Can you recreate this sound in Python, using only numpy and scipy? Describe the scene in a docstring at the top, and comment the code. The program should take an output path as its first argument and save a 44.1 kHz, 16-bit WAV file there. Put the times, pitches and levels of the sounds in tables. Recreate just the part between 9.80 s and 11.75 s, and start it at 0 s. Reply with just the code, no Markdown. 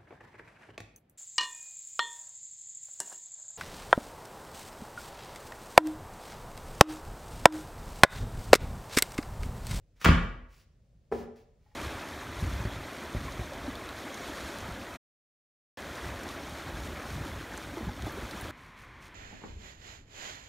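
"""A hand slaps a scrap of cardboard onto a sign on a hollow wall, in a small live room.
The card crackles flat, trapped air claps, the sign rings and the wall booms under the palm.
The hand slides off; a duller, wooden knock follows nearby, then faint rustling and two light taps.
A closely spaced pair of microphones hears it all, with the room's reflections and low rumble."""
import sys
import numpy as np
from scipy import signal
from scipy.fft import rfft, irfft
from scipy.io import wavfile

SR = 44100
rng = np.random.default_rng(int(sys.argv[2]) if len(sys.argv) > 2 else 0)


def persist_wave(psi):
    """Save psi, clipped to +-1, as 16-bit WAV."""
    counts = np.round(np.clip(psi, -1, 1) * 32767).astype(np.int16)
    wavfile.write(sys.argv[1], SR, np.atleast_2d(counts).T)


N = 85995

# card landing on the sign: start_s, level_db, decay_s
CARD_CONTACTS = [(0.2127, -24, .018), (0.2446, 3, .0115), (0.2623, -0.5, 0.0027), (0.2863, 2.5, 0.0028)]
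# the card's crackle: frequency_hz, relative_db
CARD_SPECTRUM = [(100, -15), (260, -3.5), (430, -1.5), (560, -2.5), (830, -14), (1150, 2.5), (1550, -1),
                 (2200, 2), (3400, -6), (5000, -9.5), (7000, -14), (11000, -14), (15000, -15)]
# air squeezed from under the card: frequency_hz, relative_db
CLAP_SPECTRUM = [(100, -25), (500, -7.5), (800, -7.5), (1200, 2), (2000, -4.5), (3200, -12.5), (6000, -29),
                 (16000, -47)]
# resonances of the sign: pitch_hz, level_db, t60_s
SIGN_MODES = [(356.1, -41, 0.65), (481.3, -33.5, 0.59), (983, -36.5, 0.17), (1127.4, -31.5, 0.67),
              (1160, -35, 0.42), (1160, -32, 0.38), (1314, -35, 0.18), (1390, -35, 0.19), (1573, -39.5, .5),
              (1930, -38, 0.69)]
# fingers, palm, the hand settling, then soft low bumps: start_s, level_db, push_s
LOW_PUSHES = [(.248, -22, 0.0016), (.2625, -4, 0.0023), (.2895, 5, 0.0049), (.405, -20.5, 0.011),
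              (.497, -14, 0.016), (.62, -21.5, 0.0137), (.86, -37, 0.0114), (1.15, -40, 0.0062)]
# resonances of the hollow wall: pitch_hz, level_db, t60_s
WALL_MODES = [(43, -25, .52), (58.3, -24, 0.36), (76.5, -19.5, 0.31), (101.5, -24, .18), (124, -16.5, 0.14),
              (151.7, -16, 0.13), (169.5, -23.5, 0.37), (198, -22, 0.15), (240.5, -21, 0.23)]
# the knock and its lead-in: start_s, level_db, push_s
KNOCK_PUSHES = [(1.3158, -8.5, 0.00087), (1.3208, -9.5, 0.00083), (1.3232, 0.5, 0.00066)]
# resonances of the knocked wood: pitch_hz, level_db, t60_s
WOOD_MODES = [(236, -34, 0.38), (383, -27, 0.057), (404, -46, .18), (441, -26, 0.069), (572.5, -37, 0.14),
              (997.6, -35.5, 0.08), (1303, -38, 0.064), (1700, -38, 0.06)]
# scuff of each contact on the wood: frequency_hz, relative_db
SCUFF_SPECTRUM = [(100, -44), (400, -9), (750, 16.5), (1400, 11), (2200, 6.5), (3500, -14), (7000, -16.5),
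                  (16000, -27)]
# bass swelling after the knock: frequency_hz, relative_db
BLOOM_SPECTRUM = [(25, -22), (65, 7), (100, -3), (190, -7), (240, 0.5), (290, -18.5), (500, -31),
                  (16000, -80)]
# faint taps at the end: start_s, level_db, push_s
TAP_PUSHES = [(1.862, -2, 0.00057), (1.915, -5, 0.00033)]
# resonances under the taps: pitch_hz, level_db, t60_s
TAP_RING_MODES = [(843, -59.5, 0.11), (1034, -69.5, 0.074), (1890, -62, .08)]
# strokes of skin and cloth: peak_s, level_db, rise_s, hold_s, release_s, low_cut_hz
RUB_STROKES = [(0.167, -71.5, 0.016, 0.06, 0.015, 1020), (0.218, -49, 0.021, 0.028, .01, 704),
               (.435, -60.5, 0.016, 0.012, 0.019, 6000), (0.728, -63, 0.049, 0.082, 0.047, 2625),
               (1.326, -55.5, 0.01434, 0.072, 0.072, 600), (1.562, -65, 0.011, 0.0094, 0.086, 900),
               (1.86, -76.5, .1, 0.081, .05, 902.3)]
# their friction: frequency_hz, relative_db
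RUB_SPECTRUM = [(200, -6), (800, 0), (2300, 1.5), (3500, -4.5), (5500, -5), (8000, -11), (11000, -8),
                (15000, -8.5)]
# the room at the microphones: frequency_hz, t60_s, left_right_likeness (-1 to 1)
ROOM_BANDS = [(60.4, 0.36, 1), (199, 0.52, .88), (520, 0.68, 0.8), (1100, 0.6, 0.12), (2070, 0.58, 0.64),
              (4580, 0.47, 0.59), (8100, 0.43, -.2), (15295, 0.2, 0)]
# room tone: frequency_hz, relative_db
RUMBLE_SPECTRUM = [(20, -8), (42, 1.5), (80, -2.5), (135, -5.5), (220, -16.5), (350, -24), (540, -20.5),
                   (900, -36), (3000, -40.5), (8000, -42.5), (16000, -46.5)]
# dips in the microphones' treble: centre_hz, width_hz
MIC_TREBLE_DIPS = [(8600, 700), (12350, 5400)]


def cardboard(rise_s=0.0012, soften_s=0.01, pressed_top_hz=3130):
    """Each contact is a burst of crackle, duller once the card is pressed down."""
    bursts = sum(amp(db) * burst(start, rise_s, decay) for start, db, decay in CARD_CONTACTS)
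    crackle = amp(-16) * colour(bursts * grainy(0.28), CARD_SPECTRUM)
    pressed = signal.sosfilt(signal.butter(2, pressed_top_hz, fs=SR, output="sos"), crackle)
    landing_s = CARD_CONTACTS[1][0]
    loose = np.exp(-(since(landing_s) / soften_s) ** 2)
    return loose * crackle + (1 - loose) * pressed


def air_clap(collapse):
    """The air pocket under the card collapses in one crack."""
    return amp(5) * colour(collapse, CLAP_SPECTRUM)


def ringing_sign(collapse, crackle):
    """The collapsing pocket strikes the sign, and the crackle shakes it lightly."""
    return ring(collapse + amp(-30.5) * crackle, SIGN_MODES)


def wall_boom():
    """The hand lands and settles, driving the hollow wall's low modes; two soft low bumps follow."""
    return ring(blows(LOW_PUSHES), WALL_MODES)


def wood_knock(scuff_decay_s=0.0041, bloom_peak_s=0.043):
    """Nearby, a short stumble of contacts on hollow wood, each with a scuff; the bass swells late."""
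    bursts = sum(amp(db) * burst(start, push, scuff_decay_s) for start, db, push in KNOCK_PUSHES)
    scuffs = amp(-34.5) * colour(bursts * rng.standard_normal(N), SCUFF_SPECTRUM)
    age = since(KNOCK_PUSHES[-1][0]) / bloom_peak_s
    swell = age * np.exp(1 - age)
    bloom = amp(-46.5) * swell * colour(rng.standard_normal(N), BLOOM_SPECTRUM)
    return ring(blows(KNOCK_PUSHES), WOOD_MODES) + scuffs + bloom


def faint_taps():
    """Two light blows, each ringing briefly."""
    return ring(blows(TAP_PUSHES), TAP_RING_MODES)


def rubbing():
    """Soft swells of friction as hand and sleeve move, each with its own low cut."""
    friction = colour(grainy(0.19), RUB_SPECTRUM)
    strokes = np.zeros(N)
    for peak, db, rise, hold, release, low_cut_hz in RUB_STROKES:
        swell = np.interp(since(0), [peak - rise, peak, peak + hold, peak + hold + release], [0, 1, 1, 0])
        thinned = signal.lfilter(*signal.butter(1, low_cut_hz, "high", fs=SR), friction)
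        strokes += amp(db) * swell * thinned
    return strokes


def room_response(gap_s=0.001, build_s=0.0027):
    """The small room's dense reflections build quickly and die sooner in the treble."""
    hz, t, spectra = signal.stft(diffuse(), SR, nperseg=512)
    decay = np.exp(-np.log(1000) * t / along(ROOM_BANDS, hz)[:, None])
    tail = signal.istft(spectra * decay, SR)[1][:, :N]
    tail *= 1 - np.exp(-since(gap_s) / build_s)
    return tail / np.sqrt(np.sum(tail ** 2) / 2)


def room_rumble():
    """Steady, low room tone from all around the microphones."""
    return amp(-62.5) * colour(diffuse(), RUMBLE_SPECTRUM)


def diffuse():
    """Noise arriving from all sides at two closely spaced microphones."""
    likeness = along(ROOM_BANDS, np.fft.rfftfreq(N, 1 / SR), column=2).clip(-0.98, 0.98)
    mid, side = rfft(rng.standard_normal((2, N)))
    mid *= np.sqrt((1 + likeness) / 2)
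    side *= np.sqrt((1 - likeness) / 2)
    return irfft(np.array([mid + side, mid - side]), N)


def grainy(unevenness, grain_samples=24):
    """Noise made of tiny grains of uneven strength."""
    noise = rng.standard_normal(N)
    strengths = rng.standard_normal(N // grain_samples + 1).clip(-2, 2)
    noise *= np.exp(unevenness * np.repeat(strengths, grain_samples)[:N])
    return noise / noise.std()


def blows(pushes):
    """Half-sine pushes whose level sets their total impulse: the longer, the duller."""
    force = np.zeros(N)
    for start, db, length in pushes:
        push = np.sin(np.pi * np.minimum(since(start) / length, 1))
        force += amp(db) * push / push.sum()
    return force


def ring(force, modes):
    """Drive a set of decaying modes; their velocity radiates."""
    t = since(0)
    response = sum(amp(db) * np.cos(2 * np.pi * hz * t) * np.exp(-np.log(1000) * t / t60)
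                   for hz, db, t60 in modes)
    return convolve(force, response)


def burst(start, rise, decay):
    """Envelope that rises from a moment and dies away."""
    return (1 - np.exp(-since(start) / rise)) * np.exp(-since(start) / decay)


def colour(x, spectrum, size=8192):
    """Causal filter of unit energy with the given spectrum."""
    gains = amp(along(spectrum, np.fft.rfftfreq(size, 1 / SR)))
    cepstrum = irfft(np.log(gains))
    cepstrum[1:size // 2] *= 2  # fold to minimum phase
    cepstrum[size // 2 + 1:] = 0
    response = irfft(np.exp(rfft(cepstrum)))
    return convolve(x, response / np.linalg.norm(response))


def convolve(x, response):
    """Pass a sound through a response."""
    return irfft(rfft(x, 2 * N) * rfft(response, 2 * N))[..., :N]


def along(table, hz, column=1):
    """Read a column of a table on a log-frequency axis."""
    rows = np.array(table, float)
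    return np.interp(np.log(hz + 1), np.log(rows[:, 0]), rows[:, column])


def since(start):
    """Seconds since a moment, zero before it."""
    return np.maximum(np.arange(N) / SR - start, 0)


def amp(db):
    """Decibels to gain."""
    return 10 ** (np.asarray(db) / 20)


def scene(clap_s=0.2587):
    """Direct sound in the centre; all but the sign also reach the microphones by way of the room."""
    card = cardboard()
    collapse = signal.unit_impulse(N, int(clap_s * SR))
    sources = [  # sound, room_send_db
        (card, -2), (air_clap(collapse), 2.5), (wall_boom(), -4),
        (wood_knock() + faint_taps(), -3.5), (rubbing(), -7.5)]
    direct = ringing_sign(collapse, card) + sum(sound for sound, _ in sources)
    into_room = sum(amp(send_db) * sound for sound, send_db in sources)
    return direct + convolve(into_room, room_response()) + room_rumble()


def record(dry, low_cut_hz=26, top_hz=15700):
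    """The microphones thin the deepest bass and have two treble dips; the recorder cuts the top."""
    x = signal.sosfilt(signal.butter(2, low_cut_hz, "high", fs=SR, output="sos"), dry)
    for hz, width in MIC_TREBLE_DIPS:
        x = signal.lfilter(*signal.iirnotch(hz, hz / width, fs=SR), x)
    return signal.sosfilt(signal.ellip(12, 0.2, 90, top_hz, fs=SR, output="sos"), x)


dry = scene()
out = record(dry)
persist_wave(out)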